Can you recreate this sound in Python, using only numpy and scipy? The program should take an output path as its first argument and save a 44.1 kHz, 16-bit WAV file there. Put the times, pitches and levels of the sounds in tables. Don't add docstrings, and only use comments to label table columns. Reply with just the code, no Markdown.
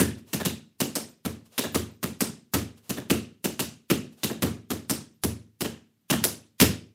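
import sys
import numpy as np
from scipy import signal
from scipy.fft import rfft, irfft
from scipy.io import wavfile
from scipy.ndimage import uniform_filter1d

SR = 44100
rng = np.random.default_rng(int(sys.argv[2]) if len(sys.argv) > 2 else 0)


def wrap_up_sound(samples):
    columns = np.atleast_2d(samples).T
    tamed = np.clip(columns, -1, 1)
    steps = np.round(tamed * 32767).astype(np.int16)
    wavfile.write(sys.argv[1], SR, steps)


def undo_db(level):
    steps = np.asarray(level, float) / 20
    return 10 ** steps


N = 306054

# delay_s, treble_db, bass_db, sign, scatter_s
EARLY_BOUNCES = [(.0023, 3, 2.5, -0.27, 0.000085), (.0038, -12, -23, -0.98, 0.00031),
                 (.0053, 1.5, -3, 0.73, 0.00058), (.0067, -1.5, -8, 0.97, 0.0006),
                 (.008, -2.5, -12, 0.59, .0006), (.0095, -2, -1, 1, 0.00041), (0.012, 3, -3, -0.22, 0.0013),
                 (0.0103, -6.5, -13.5, -1, .0005), (0.0135, 1.5, -1.5, -1.8, 0.00027),
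                 (0.0157, -9, 8.5, 0.58, 0.00083), (0.0182, -9.5, 3, -0.61, 0.00041),
                 (0.024, -5.5, -5, 1, 0.0004), (.031, -8, 8, 0.52, 0.00041)]
# band_hz, t60_s
TAIL_DECAY = [(60, 0.55), (160, 0.38), (420, 0.35), (1100, 0.32), (2900, 0.35), (7700, 0.3), (14000, 0.19)]
# band_hz, level_db
TAIL_COLOUR = [(60, 15), (200, 12), (600, 9), (2000, 9), (6000, 11.5), (15000, 10.5)]
# pitch_hz, t60_s, level_db
ROOM_MODES = [(157, 0.55, -14), (189.7, 0.21, -1.5), (224.5, 0.42, -0.5), (247, 0.47, -8),
              (308.7, 0.48, -12), (408, 0.26, 2)]
# band_hz, level_db_per_hz
BRUSH_COLOUR = [(240, -42.5), (400, -1.5), (1900, -14), (2840, -8), (3650, -10.5), (14100, -13.5),
                (15700, -16), (16500, -30.5)]
# band_hz, level_db_per_hz
AIR_COLOUR = [(30, -19), (70, -4), (230, -1), (400, -19.5), (800, -24), (3000, -24), (9000, -28),
              (16000, -26.5)]
# band_hz, level_db
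OVERALL_RESPONSE = [(20, -33.5), (45, -13.5), (62, -14), (80, -0.5), (100, 1.5), (15000, -0.5), (16300, -18.5),
                    (17000, -40.5)]
# share_of_slap_pitch, level_db
SLAP_SHAPE = [(.15, -31), (.5, -11.5), (.75, -5.5), (1.05, -4), (1.65, -8), (2.2, -14), (6, -40.5)]
# pitch_hz, t60_s, level_db
FLOOR_SLAB = [(83.4, 0.34, 1), (106.8, 0.52, -5), (123.5, 0.28, -2.5)]
# knock_1khz_db, crack_2500hz_db, edge_11khz_db, later_reflections_db
BLOW_COLOUR = [(4.5, 0, -1.2, 1), (4, 2, -0.9, 0.3), (5.5, 2, -0.5, -1.1), (5.5, 4, 0.8, 0.43),
               (-1, 4.5, -1, 3.2), (14.5, 8, -2.5, -2), (7.5, 2, 1, -6), (5, 7.5, 2, -2.5),
               (2, 3.5, 0.6, 1.7), (12, 6.5, -2.5, -2)]
# first_hz, first_db, second_hz, second_db
PLATE_RINGS = [(2797, 6, 19000, 7.5), (2780, 5.5, 3750, 6.5), (5290, 4, 8600, 5.5), (1229, 3.5, 2400, 0),
               (2744, 4.5, 1250, 5.5), (1720, 7, 3600, 8), (5600, 1.5, 10400, 5.5), (2200, 0, 5200, 5),
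               (1727, 6.5, 9300, 5), (1720, 5.5, 3100, 8)]
# swish_s, swish_db, landing_s, scrape_db
FOOT_SWINGS = [
    (.185, -65, .325, -66),
    (1.462, -68.5, 1.574, -65.5),
    (2.78, -67, 2.888, -70.5),
    (4.13, -70, 4.228, -69),
]
# start_s, level_db
BUCKLE_PINGS = [
    (1.089, -62),
    (1.722, -48),
    (1.911, -65),
    (5.14, -75),
    (6.01, -78),
]

# start_s, tick_db, slap_db, slap_pitch_hz, thud_db
TOE_TAP = [
    (0.3311, -7.5, -12, 217, -17),
    (0.8027, -4.5, -11, 267, -19.5),
    (2.8944, -10.5, -16, 227.4, -22),
    (3.443, -7.5, -12, 269, -19.5),
    (3.5935, -5, -14.5, 220, -16),
    (5.6069, -9, -15, 255.5, -14),
    (6.1, -3.5, -6.5, 218.3, -13.5),
]
BRUSH_OUT = [
    (0.4509, -6, -12, 219, -11),
    (1.5798, -4, -14, 275, -34),
    (4.2336, -5.5, -13, 234, -20.5),
]
BRUSH_BACK = [
    (0.9542, -6, -17, 316, -26),
    (2.2065, -3.5, -11, 238, -19.5),
    (4.8967, -4, -12, 232, -15.5),
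]
STEP = [
    (1.25, -15, -14, 243, -8),
    (1.7456, -6.5, -9.5, 267, -2),
    (2.0292, -11, -13.5, 240, -12.5),
    (2.5367, -5, -7, 255, -.6),
    (4.4221, -8, -4.5, 250, -0.8),
    (4.7035, -12, -13, 263, -10.5),
]
HOP = [
    (3.0995, -7, -4.5, 271, -4),
    (3.9004, -8, -3, 257, -9.5),
]
HEEL_DROP = [
    (0.4014, -18.5, -19.5, 282, -18),
    (1.638, -17, -20.5, 300, -19),
    (2.9711, -25.5, -19.5, 249, -35),
    (4.3001, -28.5, -17.5, 264, -23),
]
DIG = [
    (5.2366, -3, -10.5, 237, 0),
    (6.2399, 4.5, -15, 323, -12.5),
]
STAMP = [
    (6.601, 2.8, -4.5, 206.6, -28.5),
    (6.613, 3.3, -1.5, 273.4, 4.5),
]
LANDING = [
    (.0005, -5.5, -1.5, 239.4, 1.6),
]
HEEL_CLACK = [
    (5.6463, -16, -19, 264, -19),
    (6.1265, -9.5, -10, 190.7, -11),
]


def evened(x):
    return x / np.sqrt(np.mean(x ** 2) + 1e-20)


def read(points, hz):
    f, value = np.transpose(points)
    return np.interp(np.log(hz + 1), np.log(f + 1), value)


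def add(mix, s, sound):
    part = mix[max(round(s * SR), 0):][:len(sound)]
    part += sound[:len(part)]


def coloured(points, count):
    z = rfft(rng.standard_normal(count))
    gain = undo_db(read(points, np.fft.rfftfreq(count, 1 / SR)))
    return evened(irfft(z * gain, count))


def ring(hz, t60, count=1500):
    t = np.arange(count) / SR
    return np.sin(2 * np.pi * hz * t) * undo_db(-60 * t / t60)


def causal(points, peaks=(), count=8192):
    hz = abs(np.fft.fftfreq(count, 1 / SR))
    db = read(points, hz)
    for peak_hz, lift_db in peaks:
        db = db + min(lift_db, 9) * np.exp(-(np.log((hz + 1) / peak_hz) / .12) ** 2)
    spectrum = np.exp(np.conj(signal.hilbert(np.log(undo_db(db)))))
    return np.fft.ifft(spectrum).real[:count // 2]


def still_air():
    return undo_db(-73) * coloured(AIR_COLOUR, count=N)


def mat_slap(slap_db, slap_hz):
    focus = 1 + 0.025 * (slap_db + 11.5)
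    shape = [(slap_hz * ratio, db * focus) for ratio, db in SLAP_SHAPE]
    return undo_db(slap_db + 26) * causal(shape, count=10000)


def plate_tick(knock_db, crack_db, edge_db, rings):
    shape = [(250, knock_db - 19.5), (600, knock_db), (1100, knock_db), (2600, crack_db),
             (5000, 0.12), (7000, 0.38), (11000, edge_db), (15000, edge_db + .3)]
    return causal(shape, np.reshape(rings, (2, 2)), count=2048)


def weight_thud(thud_db, count):
    hum = sum(undo_db(db) * ring(hz, t60, count=count) for hz, t60, db in FLOOR_SLAB)
    sink_s = 0.009
    return hum * undo_db(thud_db - 25.0) * (1 - np.exp(-np.arange(count) / SR / sink_s))


def room_tail(count=26000):
    s = np.arange(count) / SR
    crowding = np.clip(s * 20, .15, 1)
    taps = rng.standard_normal(count) * (rng.random(count) < crowding)
    hz, t, z = signal.stft(evened(taps), SR, nperseg=256)
    t60 = read(TAIL_DECAY, hz)[:, None]
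    fade_db = read(TAIL_COLOUR, hz)[:, None] - 60 * t / t60
    z = z * undo_db(fade_db) / np.sqrt(t60 * SR / (2 * np.log(1000)))
    patches = uniform_filter1d(rng.standard_normal(z.shape), size=5, axis=0)
    patches = uniform_filter1d(patches, size=3, axis=1)
    z *= undo_db(2.0 * evened(patches))
    near = undo_db(6 / (1 + np.exp((s - .019) / 0.0017)))
    onset = np.clip((s - .001) / 0.0021, 0, 1)
    return signal.istft(z, SR, nperseg=256)[1][:count] * near * onset


def standing_waves(count=26000):
    waves = sum(undo_db(db) * ring(hz, t60, count=count) for hz, t60, db in ROOM_MODES)
    build_s = 0.09
    return 0.013 * waves * np.clip(np.arange(count) / SR / build_s, 0, 1)


def bounces(late_db, front_hz, chance, room):
    delay, treble_db, bass_db, sign, scatter = np.transpose(EARLY_BOUNCES)
    count = len(delay)
    at = np.round((delay + scatter * chance[:count]) * SR).astype(int)
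    bright = undo_db(late_db) * room_tail()
    low = 0.66 * room_tail() + 0.67 * room
    low[0] = 0.65
    low[at] += sign * undo_db(bass_db)

    blurs = rng.standard_normal((count + 1, 40)) * undo_db(-60 * np.arange(40) / SR / 0.0017)
    blurs[:, 0] += np.sign(np.r_[1, sign]) * (np.r_[0, delay] < .005)
    blurs /= np.linalg.norm(blurs, axis=1, keepdims=True)
    size = undo_db(treble_db + late_db * (delay > .005) + 1.2 * chance[-count:])
    for start, gain, blur in zip(np.r_[0, at], np.r_[1, size], blurs):
        add(bright, start / SR, gain * blur)
    add(bright, 0, undo_db(-17) * ring(front_hz, 0.0019, count=400))
    return bright, low


def strike(blow, colour, rings, chance, room):
    s, tick_db, slap_db, slap_hz, thud_db = blow
    knock_db, crack_db, edge_db, late_db = colour
    knock_db += 0.48 * (slap_db - tick_db) + 0.038 * (thud_db + 14)
    crack_db += 0.26 * (slap_db - tick_db)
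    tick = plate_tick(knock_db, crack_db, edge_db, rings)
    slap = mat_slap(slap_db, slap_hz)
    thud = weight_thud(thud_db, len(room))
    bright, low = bounces(late_db, rings[0], chance, room)
    heard_tick = undo_db(tick_db - 1.5) * signal.fftconvolve(tick, bright)[:len(room)]
    heard_slap = signal.fftconvolve(slap, low)[:len(room)]
    return s, heard_tick + heard_slap + thud


def sole_brushes():
    swish_rise, swish_fall, scrape_rise = 900, 506, 700
    scrape_s = 0.044
    out = np.zeros(N)
    grit_db = 2.0 * np.minimum(rng.exponential(1, N), 4)
    hiss = coloured(BRUSH_COLOUR, count=N) * undo_db(grit_db)
    for swish_s, swish_db, land_s, scrape_db in FOOT_SWINGS:
        t = np.arange(swish_s - .05, land_s + .06, 1 / SR)
        slope = np.where(t < swish_s, swish_rise, swish_fall)
        swish = undo_db(swish_db - slope * abs(t - swish_s))
        scrape = undo_db(scrape_db - scrape_rise * np.maximum(land_s - scrape_s - t, 0))
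        rub = evened(hiss[round(t[0] * SR):][:len(t)])
        add(out, t[0], undo_db(9.5) * (swish + scrape) * rub * signal.windows.tukey(len(t), .1))
    return out


def buckle_chimes():
    out = np.zeros(N)
    for s, db in BUCKLE_PINGS:
        chime = ring(14180, .08, count=6000)
        chime += .5 * ring(14330, .05, count=6000)
        chime += 0.42 * ring(14600, 0.036, count=6000)
        echo = signal.fftconvolve(chime, room_tail())[:6000]
        add(out, s, undo_db(db) * (chime + .5 * echo))
    return out


def scene():
    mix = still_air() + sole_brushes() + buckle_chimes()
    room = room_tail() + standing_waves()
    kinds = [TOE_TAP, BRUSH_OUT, BRUSH_BACK, STEP, HOP, HEEL_DROP, DIG, STAMP, LANDING, HEEL_CLACK]
    blows = []
    for table, colour, rings in zip(kinds, BLOW_COLOUR, PLATE_RINGS):
        blows += [(blow, colour, rings) for blow in table]
    blows.sort()
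    chances = np.clip(rng.standard_normal((len(blows), 30)), -2, 2)
    for blow, chance in zip(blows, chances):
        add(mix, *strike(*blow, chance, room))
    return mix[None]


def roll_off(x):
    return signal.sosfilt(signal.butter(12, 16970, fs=SR, output="sos"), x)


def record(dry):
    x = signal.oaconvolve(dry[0], causal(OVERALL_RESPONSE))[:N]
    before = np.arange(900) / SR
    smear = rng.standard_normal(900) * undo_db(-48 - 60 * before / .055)
    smear = signal.lfilter([1, -.95], [1, -.45], smear)
    x = x + signal.oaconvolve(x[::-1], smear)[:N][::-1]
    lowpass = signal.firwin(1023, 15850, window=("kaiser", 8), fs=SR)
    low = signal.oaconvolve(x, lowpass, "same")
    power = uniform_filter1d(np.diff(x, prepend=0) ** 2, size=128)
    attack = power > 60 * np.r_[np.ones(400), power[:-400]]
    kept = np.clip(3 * uniform_filter1d(1. * attack, size=200), 0, 1)
    x = low + kept * (x - low)
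    loud = 1.059 * np.tanh(x / 1.048)
    return roll_off(loud[None])


dry = scene()
out = record(dry)
wrap_up_sound(out)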